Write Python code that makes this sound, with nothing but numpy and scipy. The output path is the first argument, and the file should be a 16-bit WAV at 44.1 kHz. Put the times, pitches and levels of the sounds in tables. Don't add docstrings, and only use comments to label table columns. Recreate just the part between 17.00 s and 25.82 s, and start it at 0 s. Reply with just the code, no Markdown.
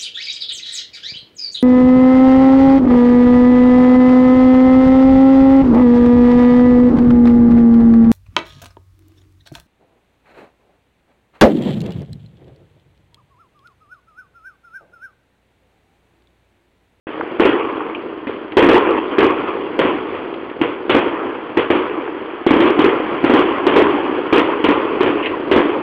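import sys
import numpy as np
from scipy import signal
from scipy.fft import rfft, irfft, next_fast_len
from scipy.io import wavfile
from scipy.ndimage import uniform_filter1d

SR = 44100
rng = np.random.default_rng(int(sys.argv[2]) if len(sys.argv) > 2 else 0)


def store_wav(level_fs):
    pcm = np.round(np.clip(np.atleast_2d(level_fs), -1, 1) * 32767)
    wavfile.write(sys.argv[1], SR, pcm.T.astype(np.int16))


N = 388962

# start_s, blast_db, facade_lag_s, facade_db, crackle_db, sizzle_db, valley_db
SHELL_BURSTS = [(.397, 5, 0.055, -1, -11.5, -30, -18), (1.27, -7, 0.059, -12, -25.5, -42, -35.5),
                (1.569, 8.5, 0.055, -2.5, -7.5, -22, -14.5), (1.688, 7.5, 0.054, -2.5, -9.5, -24, -16),
                (2.183, 5.5, .044, -1.5, -11, -27, -17.5), (2.791, 3, 0.059, -3, -13, -32, -22),
                (3.142, -14.5, 0.042, -12.5, -27, -44, -44.5), (3.614, 1.5, 0.073, -19.5, -17, -42, -28),
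                (3.895, 1.5, 0.051, 2, -12.5, -15.5, -17.5), (4.571, 2, .055, -21, -14, -34, -31),
                (4.702, 3.5, 0.05, -4, -13.5, -33, -20.5), (5.465, 6.5, 0.072, -4.5, -16.5, -25, -24.5),
                (5.507, 8.5, 0.056, -5.5, -13.5, -34, -14.5), (5.602, 3.5, 0.06, -2, -13.5, -24, -27.5),
                (5.791, 5.5, 0.051, 1.5, -14.5, -25.5, -19.5), (6.241, 5.5, .055, -1, -14, -27, -14.5),
                (6.337, 5, .052, -4.5, -13, -30, -25.5), (6.667, 5.5, .055, -6.5, -11.5, -27.5, -16),
                (6.761, 4.5, 0.058, -6.5, -10, -20.5, -19), (7.326, 3, 0.051, -1.5, -10, -19.5, -20.5),
                (7.641, 2, 0.045, 1.5, -13.5, -22.5, -17), (8.007, 3, 0.055, -1.5, -16.5, -24.5, -20.5),
                (8.514, 5, 0.047, 0.5, -13, -20, -16)]
# lag_s, boom_db, crackle_db
HOUSE_SLAPS = [(0, -1.5, -1.5), (.017, -4, -10.5), (.038, -6, -14.5), (.093, -15.5, -17)]
# start_s, level_db,
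# pitch_hz, width_hz, t60_s
STAR_CRACKS = [(.210, -8, 1130, 880, 0.018), (0.805, -11, 1040, 504, 0.035),
               (.948, -16.5, 2630, 700, 0.046), (1.271, -19, 1390, 1500, 0.044),
               (1.521, -19, 2170, 1500, .04), (3.341, -24, 2680, 1500, 0.03), (3.499, -25, 2290, 1490, .04),
               (5.077, -18, 1100, 790, .027), (7.263, -23, 1960, 1780, 0.073),
               (8.227, -14.5, 2320, 1174, 0.48), (8.259, -7.5, 2290, 1300, 0.079)]
# time_s, rumble_db, crackle_db
FAR_LEVELS = [(0, -25, -31), (1.3, -30, -38.5), (2.5, -25, -34), (3.1, -27.5, -34), (3.7, -29, -36),
              (5.4, -30, -34), (6.1, -23.5, -27), (8.8, -23, -33)]
# frequency_hz, level_db
FAR_THUD_EQ = [(30, -29.5), (90, -20), (180, -17), (260, -5), (330, 2.5), (470, -2.5), (650, -13),
               (1100, -24), (2000, -44.5)]
# frequency_hz, level_db
FAR_CRACKLE_EQ = [(200, -23.5), (600, 4), (1050, 8.5), (1800, 1.5), (3300, -5.5), (3900, -31.5),
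                  (4700, -33)]
# frequency_hz, level_db
VALLEY_EQ = [(30, -28.5), (90, -20), (180, -19.5), (310, 6.5), (430, 3.5), (680, -11), (1050, -2),
             (1600, -16), (2500, -16), (3300, -22.5), (3900, -49), (4700, -46)]
# frequency_hz, level_db
SCATTER_EQ = [(30, -38.5), (90, -11.5), (180, -13.5), (320, 0), (450, 6), (680, -7), (1050, -3.5),
              (1600, -10), (2500, -11), (3300, -15), (3900, -36.5), (4700, -43.5)]
# frequency_hz, level_db
BLAST_EQ = [(30, -44), (90, -18.5), (180, 3.5), (270, 8), (340, -1), (470, 5.5), (680, -5), (1050, -5),
            (1800, -5), (3300, -15.5), (3900, -38.5), (4700, -11.5)]

VALLEY_LAG_S, VALLEY_RISE_S, VALLEY_T60_S = .025, 0.062, 1.996
WALL_LAG_S, WALL_BOOM_DB, WALL_CRACKLE_DB = .023, -10, -6.5
SNAP_HZ, SNAP_WIDTH_HZ, SNAP_T60_S, SNAP_DB = 1280, 1410, 0.044, -2
SIZZLE_HZ, SIZZLE_WIDTH_HZ, SIZZLE_RISE_S, SIZZLE_T60_S = 2700, 1500, 0.0052, .25
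CASE_HZ, CASE_T60_S, CASE_DB = 334, 0.04, 3
SWITCH_ON_S, BANDWIDTH_HZ, TOP_HZ = .069, 4900, 16000
CEILING, KNEE = .72, .08
SHELF_HZ, SHELF_DB = 4320, -6.5
RASP_HZ, RASP_WIDTH_HZ, RASP_DB = 7970, 1500, -11.5


def undb(db):
    return 10 ** (np.asarray(db) / 20)


def unit_rms(x):
    return x / np.sqrt(np.mean(x ** 2))


def add(track, start_s, sound):
    i = max(int(start_s * SR), 0)
    track[i:i + len(sound)] += sound[:N - i]


def equalise(x, curve, size=4096):
    hz, db = np.transpose(curve)
    bin_hz = np.arange(size // 2 + 1) * SR / size
    gain = undb(np.interp(np.log(bin_hz + 1), np.log(hz), db))
    cepstrum = irfft(np.log(gain))
    cepstrum[1:size // 2] *= 2
    cepstrum[size // 2 + 1:] = 0
    response = irfft(np.exp(rfft(cepstrum)))
    return signal.fftconvolve(x, response / np.linalg.norm(response))[:len(x)]


def band(x, hz, width_hz):
    high = (width_hz + np.hypot(width_hz, 2 * hz)) / 2
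    return signal.sosfilt(signal.butter(3, [high - width_hz, high], "bandpass", fs=SR, output="sos"), x)


def mic_rolloff(x, cutoff_hz=3780):
    return signal.sosfilt(signal.butter(6, cutoff_hz, fs=SR, output="sos"), x)


def clicks(per_s, spread_db):
    arrives = rng.random(N) < per_s / SR
    strength = undb(spread_db * np.clip(rng.standard_normal(N), -2, 2))
    return unit_rms(arrives * strength * rng.choice([-1, 1], N))


def swell(rise_s, t60_s, size=SR):
    t = np.arange(size) / SR
    return (1 - np.exp(-t / rise_s)) * np.exp(-np.log(1000) * t / t60_s)


def flutter(rate_hz, depth_db):
    hold = int(SR / rate_hz)
    steps = np.repeat(rng.standard_normal(N // hold + 1), hold)[:N]
    return undb(depth_db * uniform_filter1d(steps, hold))


def shimmer(x, rate_hz, depth_db, count=18):
    size = next_fast_len(N)
    bin_hz = np.arange(size // 2 + 1) * SR / size
    band_index = np.interp(np.log(bin_hz + 1), np.log([250, 3600]), [0, count - 1])
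    spectrum = rfft(x, size)
    masks = (np.maximum(1 - np.abs(band_index - k), 0) for k in range(count))
    return sum(irfft(spectrum * mask, size)[:N] * flutter(rate_hz, depth_db) for mask in masks)


def pile_up(starts_s, levels_db, envelope):
    power = np.zeros(N)
    for start_s, level_db in zip(starts_s, levels_db):
        add(power, start_s, (undb(level_db) * envelope) ** 2)
    return np.sqrt(power)


def arrivals():
    rows = []
    for start_s, blast_db, facade_lag_s, facade_db, crackle_db, _, _ in SHELL_BURSTS:
        houses = np.array(HOUSE_SLAPS) + (facade_lag_s, facade_db, facade_db)
        paths = [(0, 0, 0), (WALL_LAG_S, WALL_BOOM_DB, WALL_CRACKLE_DB), *houses]
        rows.extend(np.array(paths) + (start_s, blast_db, crackle_db))
    return np.array(rows)


def far_fireworks():
    time_s, *levels_db = np.transpose(FAR_LEVELS)
    rumble_db, crackle_db = (np.interp(np.arange(N) / SR, time_s, db) for db in levels_db)
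    thuds = equalise(clicks(per_s=400, spread_db=4.0) * undb(rumble_db), FAR_THUD_EQ)
    crackle = equalise(clicks(per_s=2500, spread_db=0.5) * undb(crackle_db), FAR_CRACKLE_EQ)
    return thuds + shimmer(crackle, rate_hz=25, depth_db=2.0)


def stars(tail_gain=0.23, size=SR // 4):
    track = np.zeros(N)
    for start_s, level_db, pitch_hz, width_hz, t60_s in STAR_CRACKS:
        crack = tail_gain * rng.standard_normal(size) * swell(rise_s=0.00056, t60_s=t60_s, size=size)
        crack[0] += 2
        crack = band(crack, pitch_hz, width_hz)
        add(track, start_s, undb(level_db) * crack / np.abs(crack).max())
    return mic_rolloff(track)


def hillside():
    arrival_s, _, crackle_db = arrivals().T
    burst_s, *_, valley_db = np.transpose(SHELL_BURSTS)
    front = undb(1.5) * swell(rise_s=0.00016, t60_s=0.018)
    wash = swell(rise_s=0.0041, t60_s=0.41)
    long_tail = swell(VALLEY_RISE_S, VALLEY_T60_S, size=3 * SR)
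    scatter = clicks(per_s=3500, spread_db=2.5) * pile_up(arrival_s, crackle_db, front + wash)
    valley = clicks(per_s=1700, spread_db=2.5) * pile_up(burst_s + VALLEY_LAG_S, valley_db, long_tail)
    valley *= flutter(rate_hz=41, depth_db=1.5)
    valley = shimmer(valley, rate_hz=28, depth_db=3.5)
    scatter = shimmer(scatter, rate_hz=35, depth_db=2.0)
    return undb(1.0) * equalise(scatter, SCATTER_EQ) + undb(3.5) * equalise(valley, VALLEY_EQ)


def charges():
    arrival_s, _, crackle_db = arrivals().T
    burst_s, *_, sizzle_db, _ = np.transpose(SHELL_BURSTS)
    snaps = pile_up(arrival_s, crackle_db + SNAP_DB, swell(rise_s=0.00051, t60_s=SNAP_T60_S))
    sizzles = pile_up(burst_s, sizzle_db, swell(SIZZLE_RISE_S, SIZZLE_T60_S))
    snap_noise = unit_rms(band(rng.standard_normal(N), SNAP_HZ, SNAP_WIDTH_HZ))
    sizzle_noise = unit_rms(band(rng.standard_normal(N), SIZZLE_HZ, SIZZLE_WIDTH_HZ))
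    return mic_rolloff(snaps * snap_noise + sizzles * sizzle_noise)


def blasts(wave_s=0.00113, crack_db=-13, pitch_spread=.09, bounce_db=-11, bounce_s=.03, bounces=4):
    cracks, booms = np.zeros(N), np.zeros(N)
    t = np.arange(SR // 6) / SR
    n_wave = np.linspace(1, -1, int(SR * wave_s) + 2)
    ring = swell(rise_s=0.003, t60_s=CASE_T60_S, size=len(t))
    for start_s, level_db, _ in arrivals():
        add(cracks, start_s, undb(level_db) * n_wave)
        for lag, strength in rng.random((bounces, 2)):
            add(cracks, start_s + bounce_s * lag, undb(level_db + bounce_db) * 2 * strength * n_wave)
        pitch_hz = CASE_HZ * np.exp(pitch_spread * rng.uniform(-1.88, 2.16))
        add(booms, start_s, undb(level_db) * ring * np.sin(2 * np.pi * pitch_hz * t))
    return undb(crack_db) * equalise(cracks, BLAST_EQ) + undb(CASE_DB) * booms


def scene():
    return (blasts() + charges() + hillside() + stars() + far_fireworks())[None]


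def record(dry):
    fade_in = np.clip((np.arange(N) / SR - SWITCH_ON_S) / .001, 0, 1)
    narrow = signal.sosfilt(signal.ellip(10, .3, 70, BANDWIDTH_HZ, fs=SR, output="sos"), dry * fade_in)
    below_knee = np.clip(narrow, KNEE - CEILING, CEILING - KNEE)
    clipped = below_knee + KNEE * np.tanh((narrow - below_knee) / KNEE)
    body = signal.sosfiltfilt(signal.butter(6, SHELF_HZ, fs=SR, output="sos"), clipped)
    treble = undb(SHELF_DB) * (clipped - body)
    rasp = undb(RASP_DB) * band(clipped, RASP_HZ, RASP_WIDTH_HZ)
    return signal.sosfilt(signal.ellip(8, .2, 70, TOP_HZ, fs=SR, output="sos"), body + treble + rasp)


dry = scene()
out = record(dry)
store_wav(out)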